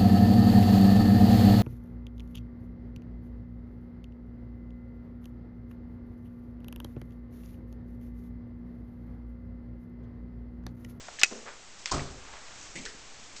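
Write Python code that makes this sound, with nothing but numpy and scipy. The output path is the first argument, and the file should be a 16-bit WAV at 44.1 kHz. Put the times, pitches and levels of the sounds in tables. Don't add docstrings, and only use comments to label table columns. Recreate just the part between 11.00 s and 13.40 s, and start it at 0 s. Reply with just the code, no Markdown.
import sys
import numpy as np
from scipy import signal
from scipy.fft import rfft, irfft
from scipy.io import wavfile
from scipy.ndimage import uniform_filter1d

SR = 44100
rng = np.random.default_rng(int(sys.argv[2]) if len(sys.argv) > 2 else 0)


def digitize_waveform(pressure):
    field = np.atleast_2d(pressure).T
    bounded = np.clip(field, -1, 1)
    quanta = np.round(bounded * 32767).astype(np.int16)
    wavfile.write(sys.argv[1], SR, quanta)


N = 105840

# [t/s, level/dB, tilt/(dB per octave), ring length factor]
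LATCH_BLOWS = [(0.2335, -0.5, -2, 0.69), (0.2444, -18, -2.5, 0.74), (0.2593, -34, -7, 0.64)]
# [f/Hz, level/dB, T60/s at ring length factor 1]
METAL_MODES = [(773, -24.5, 0.034), (1390, -19, .03), (1416, -19.5, 0.042), (1740, -14, 0.036),
               (1983, -10, 0.016), (2236, -3.5, 0.017), (2572, 0, 0.041), (2850, -22, 0.031),
               (3800, -16.5, 0.072), (4000, -32, .03), (4870, -10, 0.03), (5400, -27, 0.016),
               (5930, -4, 0.014), (6720, -22, 0.059), (7060, -16, 0.043), (8130, -19, 0.078)]
# [f/Hz, relative level per Hz/dB]
CASE_SPECTRUM = [(60, -40), (140, -2), (400, -14), (750, -17), (1050, -19), (1700, -4), (2300, 11),
                 (3100, -7.5), (5200, 2.5), (8000, -5)]
# [f/Hz, T60/s]
STEP_SPECTRUM = [(20, 4), (60, 4), (100, 3.5), (240, -0.5), (400, -3), (700, -2.5), (1300, -1),
                 (1700, -11.5), (2600, -16), (3600, -13.5), (5000, -10.5), (8000, -13)]
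STEP_DECAY = [(30, 1.5), (120, 0.58), (400, 0.84), (1100, 0.42), (2500, 0.6), (7000, 0.51)]
# [f/Hz, level/dB, T60/s]
BOARD_MODES = [(88.6, -39.5, 0.72), (142.5, -34, 0.46), (203, -45, 0.6), (261.5, -43.5, 0.69),
               (386.2, -43, 0.86), (414, -49, .5), (565, -52, .5), (700, -48, 0.55), (1220, -47.5, 0.32)]
# [t/s, level/dB, centre f/Hz, width/octaves, T60/s]
TICKS = [(0.0848, -33, 860, 0.72, 0.053), (0.188, -36.5, 2120, 0.44, 0.069),
         (0.194, -26.5, 6860, 1.5, 0.034), (.1978, -28, 5940, .3, 0.013), (0.2032, -31, 3960, 1, 0.036),
         (0.2141, -25.5, 5200, .22, .012), (0.216, -25, 1790, 1.3, 0.061), (0.2338, -10, 5800, 0.53, 0.015),
         (0.2375, -19, 2140, 0.4, 0.012), (0.8584, -21, 5830, 0.27, 0.0062),
         (0.8588, -23.5, 2370, 0.74, 0.0075), (0.8626, -27.5, 2630, 2, 0.033),
         (.9132, -27, 5000, 0.37, 0.028), (0.917, -24, 5500, 0.68, 0.0043),
         (.9176, -20.5, 5470, .8, 0.0067), (0.9154, -28.5, 1040, 0.21, .07),
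         (0.9204, -24, 5770, 0.55, 0.0026), (.9238, -21.5, 6400, 0.73, 0.0048),
         (0.9317, -34, 1320, 0.29, 0.013), (0.9637, -38.5, 1570, .5, 0.039),
         (.9815, -32.5, 1190, 1.3, 0.052), (0.994, -31.5, 2050, 0.3, 0.08),
         (1.7564, -38.5, 2170, 0.31, 0.35), (1.8528, -27.5, 3960, 2.9, 0.024), (1.858, -45, 5300, .06, .25),
         (1.862, -39.5, 1730, .3, 0.23), (2.3647, -39.5, 2540, 1.5, 0.044)]
# [t/s, level/dB, centre f/Hz, width/octaves, T60/s]
KNOCKS = [(.312, -44.5, 450, 0.58, 0.43), (0.321, -48.5, 224, 0.081, 0.47), (0.457, -52.5, 496, 0.63, 0.44),
          (.918, -38, 264, 0.64, .1), (0.944, -36, 390, 0.86, 0.14), (0.997, -52, 262, 0.5, 0.075),
          (1.752, -44, 250, 0.72, 0.43), (1.845, -50.5, 430, 0.16, 0.4), (1.944, -56.5, 234, 0.43, 0.19)]
# [f/Hz, level/dB]
WOOD_MODES = [(145, 6), (182, -1), (231, -2.5), (266, 4), (339, -3), (392, -3.5), (440, -7), (495, -3),
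              (565, -2.5), (660, -1)]
# [t/s, level/dB, centre f/Hz, width/octaves, rise/s, T60/s]
SCUFFS = [(0.249, -44.5, 5950, 0.28, 0.0091, 0.56), (.305, -46, 890, 1.9, 0.0065, 0.29),
          (0.451, -43, 1300, 0.78, 0.026, 0.28), (.785, -48.5, 6040, 1.1, .01, 0.31),
          (0.863, -39.5, 2500, 1.8, 0.015, 0.47), (1.13, -49.5, 1050, 1.3, 0.21, 1.4),
          (1.499, -52.5, 6300, 0.34, 0.15, .6), (1.753, -42.5, 6660, 0.81, 0.0019, 0.49),
          (1.757, -50, 3200, .5, .006, 0.5), (1.854, -40.5, 3930, 2, 0.0074, 0.22),
          (2.362, -44.5, 5600, .9, 0.0019, 0.26)]
# [f/Hz, T60/s]
HALL_DECAY = [(150, .5), (600, 0.13), (2500, 0.11), (7000, 0.81)]
# [t/s, level/dB]
HISS_SPECTRUM = [(15, 17.5), (35, 1.5), (60, 5.5), (120, 2.5), (400, 2), (750, 2.5), (1300, 2), (2400, 1.5),
                 (4000, -0.5), (7000, 1.5), (8500, -3)]
HISS_LEVEL = [(0, -46), (.15, -46.5), (.6, -49), (.8, -48.5), (1.2, -49), (1.4, -48), (1.62, -46),
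              (1.75, -47.5), (2.05, -47.5), (2.4, -47.5)]
# [t/s, level/dB]
RUMBLE_LEVEL = [(0, -82), (.8, -67), (.92, -65), (1.3, -77), (1.7, -57.5), (1.92, -54), (2.1, -65),
                (2.4, -90)]

T = np.arange(int(0.8 * SR)) / SR
HZ = np.fft.rfftfreq(len(T), 1 / SR)

RING_DB, LATCH_LOW_HZ = -5, 476
CASE_DB, CASE_T60_S, CRACK_DB, CRACK_T60_S = -13.5, 0.065, -1, 0.0095
STEP_S, STEP_DB, STEP_RISE_S = 0.916, -28, 0.0057
STEP_GRAIN_DB, STEP_GRAIN_S = 1, 0.005
THUMP_LAG_S, THUMP_HZ, THUMP_WIDTH_S, THUMP_DB = 0.0324, 58.7, 0.0082, -26
BOARDS_LAG_S, BOARDS_RISE_S = 0.03, 0.023
TICK_SNAP, TICK_RISE_S = 0.79, 0.00062
KNOCK_RISE_S, KNOCK_GRAIN_DB = 0.0011, 0.5
SCUFF_GRAIN_DB, SCUFF_GRAIN_SAMPLES = 3.0, 90
HALL_DB, HALL_RISE_S = -23.5, 0.0061
RUMBLE_HZ = 30
MIC_EDGE_HZ, BAND_EDGE_HZ = 8350, 16300
CEILING, OFFSET = 0.75, -0.0024


def latch(level_db, tilt_db, length):
    def tilt(hz):
        return amp(tilt_db * np.log2(np.maximum(hz, 300) / 3000))

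    ring = sum(amp(db) * tilt(f) * np.cos(2 * np.pi * f * T) * fade(t60 * length)
               for f, db, t60 in METAL_MODES)
    envelope = amp(CASE_DB) * fade(CASE_T60_S * length) + amp(CRACK_DB) * fade(CRACK_T60_S * length)
    clatter = noise(amp(read(CASE_SPECTRUM, HZ)) * tilt(HZ)) * envelope
    blow = amp(RING_DB) * ring + clatter
    b, a = signal.butter(2, LATCH_LOW_HZ, "high", fs=SR)
    return amp(level_db) * signal.lfilter(b, a, blow)


def footfall():
    grain_t = np.arange(1000) * STEP_GRAIN_S
    grain = amp(STEP_GRAIN_DB * np.interp(T, grain_t, rng.standard_normal(size=1000)))
    crunch = unit(noise(amp(read(STEP_SPECTRUM, HZ))) * grain)
    out = amp(STEP_DB) * dying(crunch, STEP_DECAY, STEP_RISE_S)

    t = T - THUMP_LAG_S
    thump = np.sin(2 * np.pi * THUMP_HZ * t) * np.exp(-(t / THUMP_WIDTH_S) ** 2)
    out -= amp(THUMP_DB) * thump

    boards = sum(amp(db) * np.sin(2 * np.pi * f * T) * fade(t60, BOARDS_RISE_S)
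                 for f, db, t60 in BOARD_MODES)
    add(out, BOARDS_LAG_S, boards)
    return out


def tick(level_db, hz, octaves, t60):
    colour = hump(HZ, hz, octaves)
    snap = pulse(colour)
    snap = 2 * TICK_SNAP * snap / abs(snap).max()
    clatter = np.sqrt(1 - TICK_SNAP ** 2) * noise(colour) * fade(t60, TICK_RISE_S)
    return amp(level_db) * (snap + clatter)


def knock(level_db, hz, octaves, t60):
    ring = sum(amp(db) * hump(f, hz, octaves) * np.sin(2 * np.pi * (f * T + rng.random()))
               for f, db in WOOD_MODES)
    grain = amp(KNOCK_GRAIN_DB) * noise(hump(HZ, hz, octaves))
    return amp(level_db) * (unit(ring) + grain) * fade(t60, KNOCK_RISE_S)


def scuff(level_db, hz, octaves, rise, t60):
    drift = unit(uniform_filter1d(rng.standard_normal(len(T)), size=SCUFF_GRAIN_SAMPLES))
    rubbing = noise(hump(HZ, hz, octaves)) * amp(SCUFF_GRAIN_DB * drift)
    return amp(level_db) * unit(rubbing) * fade(t60, rise)


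def hallway(x):
    tail = dying(noise(np.ones(len(HZ))), HALL_DECAY, HALL_RISE_S)
    tail = tail / np.linalg.norm(tail)
    return x + amp(HALL_DB) * signal.fftconvolve(x, tail)[:N]


def background():
    hz, t = np.fft.rfftfreq(N, 1 / SR), np.arange(N) / SR
    hiss = noise(amp(read(HISS_SPECTRUM, hz))) * amp(np.interp(t, *np.transpose(HISS_LEVEL)))
    rumble = noise(hump(hz, RUMBLE_HZ, 1.0)) * amp(np.interp(t, *np.transpose(RUMBLE_LEVEL)))
    return hiss + rumble


def amp(db):
    return 10 ** (np.asarray(db) / 20)


def unit(x):
    return x / np.sqrt(np.mean(x ** 2) + 1e-20)


def read(points, hz):
    f, value = np.transpose(points)
    return np.interp(np.log(hz + 1), np.log(f), value)


def add(mix, s, sound):
    part = mix[round(s * SR):][:len(sound)]
    part += sound[:len(part)]


def fade(t60, rise=1e-4):
    return np.minimum(T / rise, 1) * np.exp(-np.log(1000) * np.maximum(T - rise, 0) / t60)


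def hump(hz, centre_hz, octaves):
    distance = np.log2((hz + 1) / centre_hz) / octaves
    return 1 / (1 + distance ** 2 / 2) ** 2


def noise(gain):
    phase = 2 * np.pi * rng.random(len(gain))
    return unit(irfft(gain * np.exp(1j * phase)))


def pulse(gain):
    log = np.log(np.maximum(gain / gain.max(), 1e-4))
    both_sides = np.r_[log, log[-2:0:-1]]
    click = np.fft.ifft(np.exp(np.conj(signal.hilbert(both_sides)))).real
    return click / np.linalg.norm(click)


def dying(x, t60s, rise, count=9):
    centres, z = np.geomspace(30, 8000, count), rfft(x)
    out = np.zeros(len(T))
    for f, row in zip(centres, np.eye(count)):
        band = irfft(z * read(list(zip(centres, row)), HZ))
        out += band * fade(read(t60s, f), rise)
    return out


def lowpass(x, hz, taps):
    return signal.fftconvolve(x, signal.firwin(taps, hz, window=("kaiser", 8), fs=SR), "same")


def scene():
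    mix = np.zeros(N)
    add(mix, STEP_S, footfall())
    for source, table in (latch, LATCH_BLOWS), (knock, KNOCKS), (scuff, SCUFFS), (tick, TICKS):
        for s, *row in table:
            add(mix, s, source(*row))
    return (hallway(mix) + background())[None]


def record(dry):
    x = lowpass(dry[0], MIC_EDGE_HZ, taps=141)
    x = x / (1 + (x / CEILING) ** 4) ** (1 / 4)
    return lowpass(x, BAND_EDGE_HZ, taps=255)[None] + OFFSET


dry = scene()
out = record(dry)
digitize_waveform(out)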